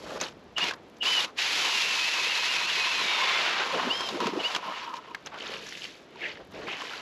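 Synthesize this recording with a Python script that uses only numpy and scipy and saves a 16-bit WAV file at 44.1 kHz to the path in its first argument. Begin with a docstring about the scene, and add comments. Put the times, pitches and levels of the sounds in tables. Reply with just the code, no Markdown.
"""Shaved ice and motor whine: a battery drill drives an auger through lake ice, two short bites, one long
cut, then it breaks through; boots shift in the slush. Grains of noise make the blades, slush and rattle,
speed-driven sines the whine and gears, resonated knocks the steel shaft, pitched rings the water in the hole.
Cracks, faint ticks, still air and a low rumble complete it, in nearly mono stereo."""
import sys
import numpy as np
from scipy import signal
from scipy.fft import rfft, irfft, next_fast_len
from scipy.io import wavfile
from scipy.ndimage import uniform_filter1d

SR = 44100
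rng = np.random.default_rng(int(sys.argv[2]) if len(sys.argv) > 2 else 0)


def unload_audio(sound):
    """Save the sound as a 16-bit wav file, at the path given as the first command line argument."""
    columns = np.transpose(np.atleast_2d(sound))
    # keep every value between -1 and 1, then stretch to whole-number steps
    steps = np.round(np.clip(columns, -1, 1) * 32767)
    wavfile.write(sys.argv[1], SR, steps.astype(np.int16))


N = 309537

# short bites into the sheet: start of hold t/s, hold/s, fall/s, blades level/dB, treble relative level/dB
BITES = [(0.582, 0.11, 0.056, -34, -9.5), (1.038, 0.21, 0.026, -34.5, -1.5)]
BITE_RISE_S = 0.02
# long cut and breakthrough: t/s, blades level/dB, treble relative level/dB, shaft level/dB,
# share that rings/0-1, thumps level/dB
CUT = [(1.35, -80, -5, -75, .5, -70), (1.37, -47.5, -6, -56, .5, -57), (1.389, -30, -7, -51, 0.4, -50),
       (1.6, -34.5, 1, -37, 0.33, -47.5), (1.78, -33, -1, -38.5, 0.69, -48.5),
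       (2.1, -33, -3, -41, 0.62, -50), (2.8, -32, -7, -39.5, 0.7, -50), (3.05, -32, -7.5, -37, 0.43, -48.5),
       (3.3, -29, -14, -34, 0.52, -43), (3.449, -30.5, -13.5, -34.5, 0.06, -45.5),
       (3.632, -29.5, -22, -30, 0, -42.5), (3.649, -36.5, -9.5, -35.5, .4, -42.5),
       (3.85, -38, -8, -34, 0.2, -48), (4.0, -45, 1.5, -37.5, 0.28, -44),
       (4.17, -45.5, -1, -43.5, .3, -38.5), (4.2, -50, -3, -57, .4, -45)]
# auger jolts against the ice: start of hold t/s, rise/s, hold/s, fall/s, scrape level/dB,
# treble relative level/dB, shaft level/dB, share that rings/0-1
JOLTS = [(1.254, .05, .03, 0.056, -56, 0, -41.5, 0.76), (4.211, .03, 0.064, 0.14, -38.5, -11, -32, 1),
         (4.33, .05, .06, 0.083, -49, 0.5, -40.5, 0.25), (4.45, 0.3, .11, 0.073, -40.5, -5, -37, 0.3),
         (4.654, 0.33, 0.11, 0.27, -45.5, -11, -37, 0.7), (4.822, .15, 0.17, .02, -69, -13, -39.5, 0.99),
         (5.09, .15, 0.061, 0.1, -72, -18, -48.5, 1)]
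# short trigger pulls: whine start t/s, length/s, spin-up/s, nominal top whine f/Hz, sag at the end/share of top,
# whine level before boom/dB, whine fade/(dB/s), gear level at start/dB, housing buzz level/dB
PULLS = [(0.604, 0.049, 0.00687, 3078, .1, -34, 20, -39, -31),
         (1.049, 0.16, 0.014, 3084, .09, -35, -5, -41, -27.5),
         (3.899, 0.21, 0.033, 3274, .1, -33.5, 46, -42.5, -46),
         (4.434, 0.046, 0.012, 3010, 0.012, -32.5, 60, -39.5, -31.5)]
# boots shift in the slush: start of hold t/s, rise/s, hold/s, fall/s, slush level/dB,
# treble relative level/dB, dull crunch level/dB, thud level/dB
STEPS = [(0.101, 0.38, 0.075, .1, -59.5, 11, -47, -42), (0.213, 0.035, 0.021, 0.096, -39, -3, -36.5, -39),
         (4.787, 0.12, 0.04, 0.15, -41, -29, -55, -60.5), (4.961, 0.042, .01, 0.029, -46.5, -6, -60, -60),
         (5.022, 0.32, 0.068, 0.56, -58, -15, -50.5, -58.5),
         (5.263, 0.044, .015, 0.041, -51, -12, -49.5, -56),
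         (5.343, 0.1, 0.022, 0.13, -51, -25, -43.5, -52.5), (5.425, .2, 0.07, .1, -44.5, -10.5, -45.5, -52),
         (5.512, .1, 0.034, 0.24, -43, -8, -44.5, -45.5), (5.608, 0.086, 0.25, .1, -50, 0, -59.5, -60),
         (5.828, .03, 0.016, 0.23, -45, -3.5, -64, -61), (6.24, 0.19, 0.067, 0.19, -45, -22, -53, -49.5),
         (6.396, .1, 0.023, .03, -57, -22, -59, -45), (6.55, 0.068, 0.12, .1, -51.5, -11.5, -49.5, -44.5),
         (6.693, 0.18, 0.043, .15, -46, -9, -43, -44.5), (6.808, 0.31, 0.16, 0.34, -43.5, -9, -45, -49)]
HOUSING_HZ, HOUSING_WIDE_HZ = 2910, 218


def amp(db):
    """dB to gain."""
    return 10 ** (np.asarray(db) / 20)


def rms_one(x):
    """Scaled to rms 1."""
    return x / np.sqrt(np.mean(x ** 2) + 1e-20)


def filtered(x, order, hz, kind="low"):
    """Butterworth filter."""
    return signal.sosfilt(signal.butter(order, hz, kind, fs=SR, output="sos"), x)


def burst(s, rise, hold, fall, db, *rest):
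    """One event as a table in time: rises from, holds and falls to 25 dB under its top."""
    faint_db = db - 25
    top_end = s + hold
    return [(s - rise, faint_db, *rest), (s, db, *rest),
            (top_end, db, *rest), (top_end + fall, faint_db, *rest)]


def in_time(tables):
    """Columns at every sample, lightly smoothed; the loudest table wins, outside all of them -150 dB."""
    t = np.arange(N) / SR
    columns = np.zeros((len(tables[0][0]) - 1, N))
    columns[0] = -150
    for table in tables:
        s, *given = np.transpose(table)
        here = np.array([np.interp(t, s, c) for c in given])
        louder = (t >= s[0]) & (t <= s[-1]) & (here[0] > columns[0])
        columns[:, louder] = here[:, louder]
    return uniform_filter1d(columns, size=100)


def colour(x, spectrum):
    """Causal minimum-phase filter through (f/Hz, level/dB) points, by folding the cepstrum."""
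    size = next_fast_len(N + SR, real=True) // 2 * 2
    hz = np.maximum(np.arange(size // 2 + 1) * SR / size, 1)
    points = np.array(spectrum)
    level_db = np.interp(np.log(hz), np.log(points[:, 0]), points[:, 1])
    cepstrum = irfft(level_db * np.log(10) / 20, size)
    cepstrum[1:size // 2] *= 2
    cepstrum[size // 2 + 1:] = 0
    return irfft(rfft(x, size) * np.exp(rfft(cepstrum)), size)[:N]


def drift(rate_hz):
    """Slow random wander, rms 1: noise through a double pole."""
    r = np.exp(-2 * np.pi * rate_hz / SR)
    wander = signal.lfilter([1], [1, -2 * r, r * r], rng.standard_normal(N + SR))
    return rms_one(wander[SR:])   # settled part


def grains(per_s, spread_db, clump_db, clump_hz):
    """Random clicks of uneven size and either sign, swelling and thinning in level."""
    sizes = amp(spread_db * np.minimum(rng.exponential(1, N), 5)) * rng.choice([-1, 1], N)
    struck = rng.random(N) < per_s / SR
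    return sizes * struck * amp(clump_db * drift(clump_hz))


def resonance(x, hz, width_hz):
    """Two-pole resonance, about gain 1 on top."""
    r = np.exp(-np.pi * width_hz / SR)
    poles = [1, -2 * r * np.cos(2 * np.pi * hz / SR), r * r]
    return signal.lfilter([(1 - r * r) / 2, 0, (r * r - 1) / 2], poles, x)


def rubbing(tables, clicks, spectrum):
    """Grains in a fixed colour; the treble comes and goes with the sharpness of the contact."""
    level_db, treble_db = in_time(tables)
    noise = colour(clicks, spectrum)
    low = filtered(noise, 2, 5000)
    high = filtered(noise, 2, 5000, "high")
    return amp(level_db) * (rms_one(low) - amp(treble_db) * rms_one(high))   # minus: in phase at crossover


def bubbles(tables, low_hz, high_hz, per_s, damping, spill):
    """Short rings spread in pitch; those near the moving centre are the loudest."""
    level_db, centre_hz = in_time(tables)
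    pitches_hz, dealt = np.geomspace(low_hz, high_hz, num=12), rng.integers(0, 12, N)
    pops = grains(per_s, spread_db=-0.5, clump_db=2.0, clump_hz=9.4)
    power = out = 0
    for k, hz in enumerate(pitches_hz):
        octaves_off = np.log2(hz / (centre_hz + 1))
        share = spill + np.exp(-(octaves_off / .55) ** 2)
        ring = resonance(pops * (dealt == k) + 1e-18, hz, damping * hz)
        out = out + share * rms_one(resonance(ring, hz, 0.83 * hz))
        power = power + share ** 2
    return amp(level_db) * out / np.sqrt(power)


def blades():
    """Steel shaves ice: dense chipping grains follow the bites, the cut and the jolts."""
    # colour of breaking chips: f/Hz, level/dB
    chip_spectrum = [(200, -37), (700, -7.5), (1200, -6), (1700, 0), (2600, 3.5), (4100, -2.5),
                     (6900, -13.5), (9000, -22.5), (11200, -23), (14000, -45)]
    contact = [burst(s, BITE_RISE_S, hold, fall, db, treble_db) for s, hold, fall, db, treble_db in BITES]
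    contact += [np.array(CUT)[:, :3]]
    contact += [burst(*row[:6]) for row in JOLTS]
    chips = grains(per_s=9000, spread_db=2.0, clump_db=1.0, clump_hz=38)
    return rubbing(contact, chips, chip_spectrum)


def rotor():
    """Whine f/Hz, whine and gear level/dB, on-gate: pulls spin up and sag; the cut speeds up once a turn."""
    # motor in the long cut: t/s, whine f/Hz, whine level before boom/dB, speed-up once a turn/Hz
    loaded = [(1.601, 3110, -40, -0.5), (1.76, 2785, -37, -1), (1.951, 2600, -34.5, 39),
              (2.2, 2557, -37.5, 250.5), (2.7, 2530, -35.5, 350), (2.9, 2500, -35, 175),
              (3.01, 2476, -38.5, 59), (3.07, 2248, -36.5, 62.5), (3.251, 2172, -38.5, 62.5),
              (3.42, 2080, -39, -2.5)]
    turn_s, freed_at_s, freed_turns = .202, 2.3, .17   # once a turn the blades run free for a moment
    labours_hz, gear_drop_db_per_hz = 2470, .12   # in the cut the gears sing once the whine sinks this low
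    boom_db, boom_wide_hz = 8, 204   # the whine swells while it passes the mode of the housing
    gripped = 0.19   # share of the boom (in dB) left while hands bear down on the housing
    start_low, slowing_s = .18, .05   # speed lacking at the start (share of top); time over which it sags
    gear_fade_db_per_s, let_go_db, let_go_s = 23, 16.5, 0.0076   # both tones dip as the trigger is let go
    t = np.arange(N) / SR
    s, *given = np.transpose(loaded)
    hz, whine_db, freed_hz = [np.interp(t, s, c) for c in given]
    turn = ((t - freed_at_s) / turn_s + .5) % 1 - .5
    hz = hz + freed_hz * np.exp(-(turn / freed_turns) ** 2)
    gear_db = whine_db - gear_drop_db_per_hz * np.maximum(hz - labours_hz, 0)
    swell_db = np.full(N, gripped * boom_db)
    on = (t > s[0]) & (t < s[-1])
    for start, length, spin_up, top_hz, sag, pull_db, fade, pull_gear_db, _ in PULLS:
        now = (t > start) & (t < start + length)
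        since = t[now] - start
        lacking = start_low * np.exp(-since / spin_up)
        sagging = sag * np.exp((since - length) / slowing_s)
        hz[now] = top_hz * (1 - lacking - sagging)
        dying_db = let_go_db * np.exp((since - length) / let_go_s)
        whine_db[now] = pull_db - fade * since - dying_db
        gear_db[now] = pull_gear_db - gear_fade_db_per_s * since - dying_db
        swell_db[now] = boom_db
        on |= now
    whine_db = whine_db + swell_db * np.exp(-((hz - HOUSING_HZ) / boom_wide_hz) ** 2)
    return hz, whine_db, gear_db, uniform_filter1d(on * 1., size=500)


def motor():
    """Whine and two gear tones follow the speed; levels waver, and pitch wavers more under load."""
    free_hz = 3090   # whine without load
    gear_ratio, stage_ratio, stage_db = 1.63, 1.25, -6.5   # tones over whine; second stage under first
    hz, whine_db, gear_db, sounding = rotor()
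    load = np.clip(1 - hz / free_hz, 0, 1)   # the harder the cut, the slower and shakier the rotor
    shake = (.004 + .025 * load) * drift(120) + .045 * load * drift(20)
    phase = 2 * np.pi * np.cumsum(hz * (1 + shake)) / SR
    whine = amp(whine_db + 1.8 * drift(47)) * np.sin(phase)
    stages = np.sin(gear_ratio * phase) + amp(stage_db) * np.sin(stage_ratio * phase)
    gear = amp(gear_db + 1.5 * drift(60)) * stages
    return sounding * np.sqrt(2) * (whine + gear)


def housing():
    """Rattling gears excite one mode of the plastic shell."""
    # gears rattle as the motor runs down: start of hold t/s, rise/s, hold/s, fall/s, level/dB
    rattle_table = [(1.22, .03, 0.027, 0.028, -43), (3.759, 0.073, 0.12, 0.035, -41),
                    (4.49, .03, 0.045, .03, -46), (4.65, 0.071, 0.065, .4, -47.5),
                    (5.097, 0.09, 0.025, .03, -55)]
    lead_s, rise_s, hold_s, fall_s = 0.035, 0.011, 0.014, 0.013   # buzzes before the rotor is up
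    buzzes = [burst(row[0] - lead_s, rise_s, hold_s, fall_s, row[-1]) for row in PULLS]
    level_db, = in_time(buzzes + [burst(*row) for row in rattle_table])
    rattle = grains(per_s=2000, spread_db=2.5, clump_db=1.5, clump_hz=80)
    once = resonance(rattle, HOUSING_HZ, HOUSING_WIDE_HZ)
    return amp(level_db) * rms_one(resonance(once, HOUSING_HZ, HOUSING_WIDE_HZ))


def shaft_knocks():
    """Bites, the cut, jolts and steps all clatter: (t/s, level/dB, share that rings)."""
    under_blades_db, rings = -3.5, 0.21   # in the bites
    return ([burst(s, BITE_RISE_S, hold, 2 * fall, db + under_blades_db, rings) for s, hold, fall, db, _ in BITES]
            + [np.array(CUT)[:, [0, 3, 4]]]
            + [burst(*row[:4], *row[6:]) for row in JOLTS]
            + [burst(*row[:4], row[6], 0) for row in STEPS])


def shaft():
    """Dense small knocks: a dull clatter, and the modes of the steel shaft where ice does not damp it."""
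    # modes of the steel shaft: f/Hz, width/Hz, level/dB
    modes = [(947, 46, 8), (1059, 44, 8.5), (1280, 140, -0.5)]
    level_db, share = in_time(shaft_knocks())
    knocks = grains(per_s=2500, spread_db=1.5, clump_db=3.0, clump_hz=41)
    rung = 0
    for k, (hz, width_hz, db) in enumerate(modes):
        rung = rung + (-1) ** k * amp(db) * resonance(knocks, hz, width_hz)
    clatter = filtered(knocks[::-1], 2, [700, 1650], "band")   # reversed: unlike the ringing knocks
    share = np.clip(share, 0, 1)
    return amp(level_db) * (np.sqrt(share) * rms_one(rung) + np.sqrt(1 - share) * rms_one(clatter))


def cracks():
    """Each is a crunch of a few ms: a broad snap and a brief ring."""
    # single cracks and ticks: t/s, nominal level/dB, ring f/Hz, snap level relative to ring/dB
    crack_table = [(0.212, -14.5, 6240, -10), (0.5816, -14.5, 2910, -2), (0.64, -14.5, 3320, -5),
                   (0.685, -20, 2460, -2), (0.7094, -20.5, 1570, -1.5), (0.736, -26.5, 1540, -0.5),
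                   (0.967, -44, 6000, -3), (1.029, -28, 2940, 6.5), (1.2044, -11.5, 3490, -21),
                   (3.6344, -16.5, 1220, -15), (4.007, -23, 3100, 3), (4.0881, -18.5, 3740, -6),
                   (4.203, -19.5, 975, 1.5), (4.23, -25, 1060, -9), (4.269, -17.5, 1050, 1),
                   (4.5486, -14, 3140, -3), (4.562, -19, 1150, 5), (4.8914, -36, 950, -1),
                   (4.939, -30.5, 980, 0.5), (5.147, -18.5, 1770, -9.5), (5.261, -28, 6300, -3),
                   (5.27, -31.5, 3130, 3), (5.3198, -37, 1060, -12), (5.342, -26.5, 1060, -17),
                   (5.538, -25, 2900, -13), (5.667, -32, 5600, -2), (5.688, -26.5, 5650, -8),
                   (5.724, -28.5, 1890, -5), (5.7518, -29, 2570, -11), (5.773, -29, 3810, -5),
                   (5.841, -30, 3000, -13), (5.8505, -26, 2870, -13), (6.157, -33.5, 926, -8),
                   (6.208, -29, 2280, -11), (6.372, -33.5, 1790, -11), (6.523, -43, 1070, -7),
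                   (6.818, -20.5, 1110, -6), (6.934, -26, 1370, -16)]
    rise_s, decay_s = 0.00041, 0.0043
    out, t = np.zeros(N), np.arange(SR // 10) / SR
    fade = np.exp(-t / decay_s) * np.minimum(t / rise_s, 1)
    bursts = rng.standard_normal((len(crack_table), len(t)))
    snaps = filtered(bursts[:, ::-1], 2, [350, 4800], "band")
    for (s, db, hz, snap_db), noise, snap in zip(crack_table, bursts, snaps):
        ring = rms_one(resonance(noise, hz, 0.12 * hz))
        crunch = (amp(snap_db) * rms_one(snap) + ring) / 2 * fade
        at = round(s * SR)
        out[at:at + len(t)] += amp(db) * crunch[:N - at]
    return filtered(out, 1, 6000)   # distance dulls them


def low_motion():
    """Thumps in the sheet and water in the hole: (t/s, level/dB, centre f/Hz)."""
    # water wells up the hole, or the sheet booms:
    # start of hold t/s, rise/s, hold/s, fall/s, level/dB, centre f/Hz
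    gurgle_table = [(0.628, 0.052, 0.02, 0.096, -41.5, 190), (3.738, 0.06, 0.047, 0.073, -33.5, 540),
                    (3.854, 0.088, 0.034, 0.054, -29.5, 322), (4.132, .1, 0.035, 0.064, -36, 334),
                    (4.165, .05, .03, 0.036, -36.5, 594), (4.225, 0.096, 0.054, 0.076, -31.5, 320),
                    (4.337, 0.081, 0.0546, 0.056, -33.5, 350), (4.396, 0.058, 0.013, 0.11, -30.5, 574),
                    (4.544, .05, 0.018, 0.14, -40.5, 605), (4.67, 0.096, 0.034, 0.11, -43.5, 570),
                    (4.963, .05, .01, 0.049, -48.5, 630), (5.314, .05, 0.022, .05, -53, 170),
                    (6.535, .03, .1, .1, -47.5, 170)]
    thump_hz, under_blades_db = 476, -11
    lapping_db, lapping_hz = -58.5, 350   # water that laps under the sheet throughout
    return ([burst(s, BITE_RISE_S, hold, 2 * fall, db + under_blades_db, thump_hz) for s, hold, fall, db, _ in BITES]
            + [[(row[0], row[5], thump_hz) for row in CUT]]
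            + [burst(*row) for row in gurgle_table]
            + [burst(*row[:4], row[7], thump_hz) for row in STEPS]
            + [[(0, lapping_db, lapping_hz), (N / SR, lapping_db, lapping_hz)]])


def gurgle():
    """Low damped rings: water in the hole and thumps in the sheet."""
    return bubbles(low_motion(), 169.8, 778, per_s=500, damping=0.14, spill=0.3)


def droplets():
    """Drops and crystals of slush: sparse short rings spread over the treble."""
    drops = grains(per_s=600, spread_db=2.8, clump_db=2.0, clump_hz=15)
    dealt = rng.integers(0, 10, N)
    out = 0
    for k, hz in enumerate(np.geomspace(1400, 8000, num=10)):
        ring = resonance(drops * (dealt == k) + 1e-18, hz, 0.086 * hz)
        out = out + rms_one(ring) * np.sqrt(hz / 3000)
    return out


def slush():
    """Boots press wet slush: crunching grains and droplets share one colour and follow the steps."""
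    # colour of wet slush: f/Hz, level/dB
    wet_spectrum = [(200, -10), (900, -7), (1600, 7.5), (2900, 9.5), (4500, 3), (6700, -5), (9000, -13.5),
                    (11500, -13.5), (14000, -43)]
    crunch = grains(per_s=5000, spread_db=1.0, clump_db=1.0, clump_hz=59)
    clicks = rms_one(crunch) + amp(-6.5) * rms_one(droplets())
    return rubbing([burst(*row[:6]) for row in STEPS], clicks, wet_spectrum)


def squelch():
    """A boot squelches in the slush: lightly damped rings near a fixed centre for each event."""
    # start of hold t/s, rise/s, hold/s, fall/s, level/dB, centre f/Hz
    squelch_table = [(6.222, .03, .04, .08, -35, 2200), (6.676, .015, .012, .03, -34, 2300),
                     (6.7, .015, .015, .14, -33.5, 2700)]
    return bubbles([burst(*row) for row in squelch_table], 1570, 3230, per_s=1100, damping=0.035, spill=0.058)


def ticking():
    """The cold sheet ticks faintly: sparse tiny clicks, treble only."""
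    ticks = grains(per_s=45, spread_db=2.5, clump_db=3.0, clump_hz=4)
    return amp(-78) * rms_one(filtered(ticks, 2, [3500, 12000], "band"))


def low_rumble():
    """Low rumble: bass noise of changing level."""
    # t/s, level/dB
    rumble_levels = [(0.0, -56), (1.6, -68), (3.2, -66.5), (4.1, -62), (4.7, -72.5), (5.6, -61.5),
                     (6.1, -69), (6.62, -54.5), (6.85, -73), (7.02, -62)]
    # f/Hz, level/dB
    rumble_spectrum = [(20, -13), (45, -5.5), (80, -2.5), (130, -4.5), (220, -3), (1000, -72)]
    return amp(in_time([rumble_levels])[0]) * rms_one(colour(rng.standard_normal(N), rumble_spectrum))


def air():
    """Still air over the lake: steady coloured noise."""
    # f/Hz, level/dB
    air_spectrum = [(76, -46.5), (130, -5), (429, 0.5), (1450, -11.5), (3440, -17), (3940, -18.5),
                    (6880, -28.5), (8840, -34), (11100, -39), (13000, -47)]
    return amp(-54) * rms_one(colour(rng.standard_normal(N), air_spectrum))


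def stereo(mid):
    """Nearly mono; a fluctuating difference, strongest near 12 kHz, where the right is louder on average."""
    # f/Hz, side over mid level/dB
    side_spectrum = [(30, -24), (300, -40.5), (2500, -67), (6000, -28), (9000, -21.5), (14000, -11)]
    band = signal.butter(2, [11600, 12800], "band", fs=SR, output="sos")
    in_band = amp(-3.5) * signal.sosfiltfilt(band, mid)
    side = colour(mid, side_spectrum) * drift(340) + in_band * (drift(150) - .4)
    return np.array([mid + side, mid - side])


def scene():
    """All sources, summed and spread to left and right."""
    drill = blades() + motor() + housing() + shaft()
    ice_and_water = cracks() + gurgle() + ticking()
    boots = slush() + squelch()
    return stereo(drill + ice_and_water + boots + low_rumble() + air())


def record(dry):
    """A narrow band is notched out, peaks are rounded, deep bass and the top are cut."""
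    dip_hz, deep_hz, wide_hz, cutoff_hz = 8830, 60.5, 2550, 14400
    cos = np.cos(2 * np.pi * dip_hz / SR)
    zero, pole = np.exp(-np.pi * np.array([deep_hz, wide_hz]) / SR)
    dip = [1, -2 * zero * cos, zero ** 2], [1, -2 * pole * cos, pole ** 2]
    heard = signal.lfilter(*dip, dry) * (1 + pole) / 2
    heard = .32 * np.tanh(heard / .32)
    heard = filtered(heard, 2, 45, "high")
    return signal.sosfilt(signal.cheby2(14, 60, cutoff_hz, fs=SR, output="sos"), heard)


dry = scene()
out = record(dry)
unload_audio(out)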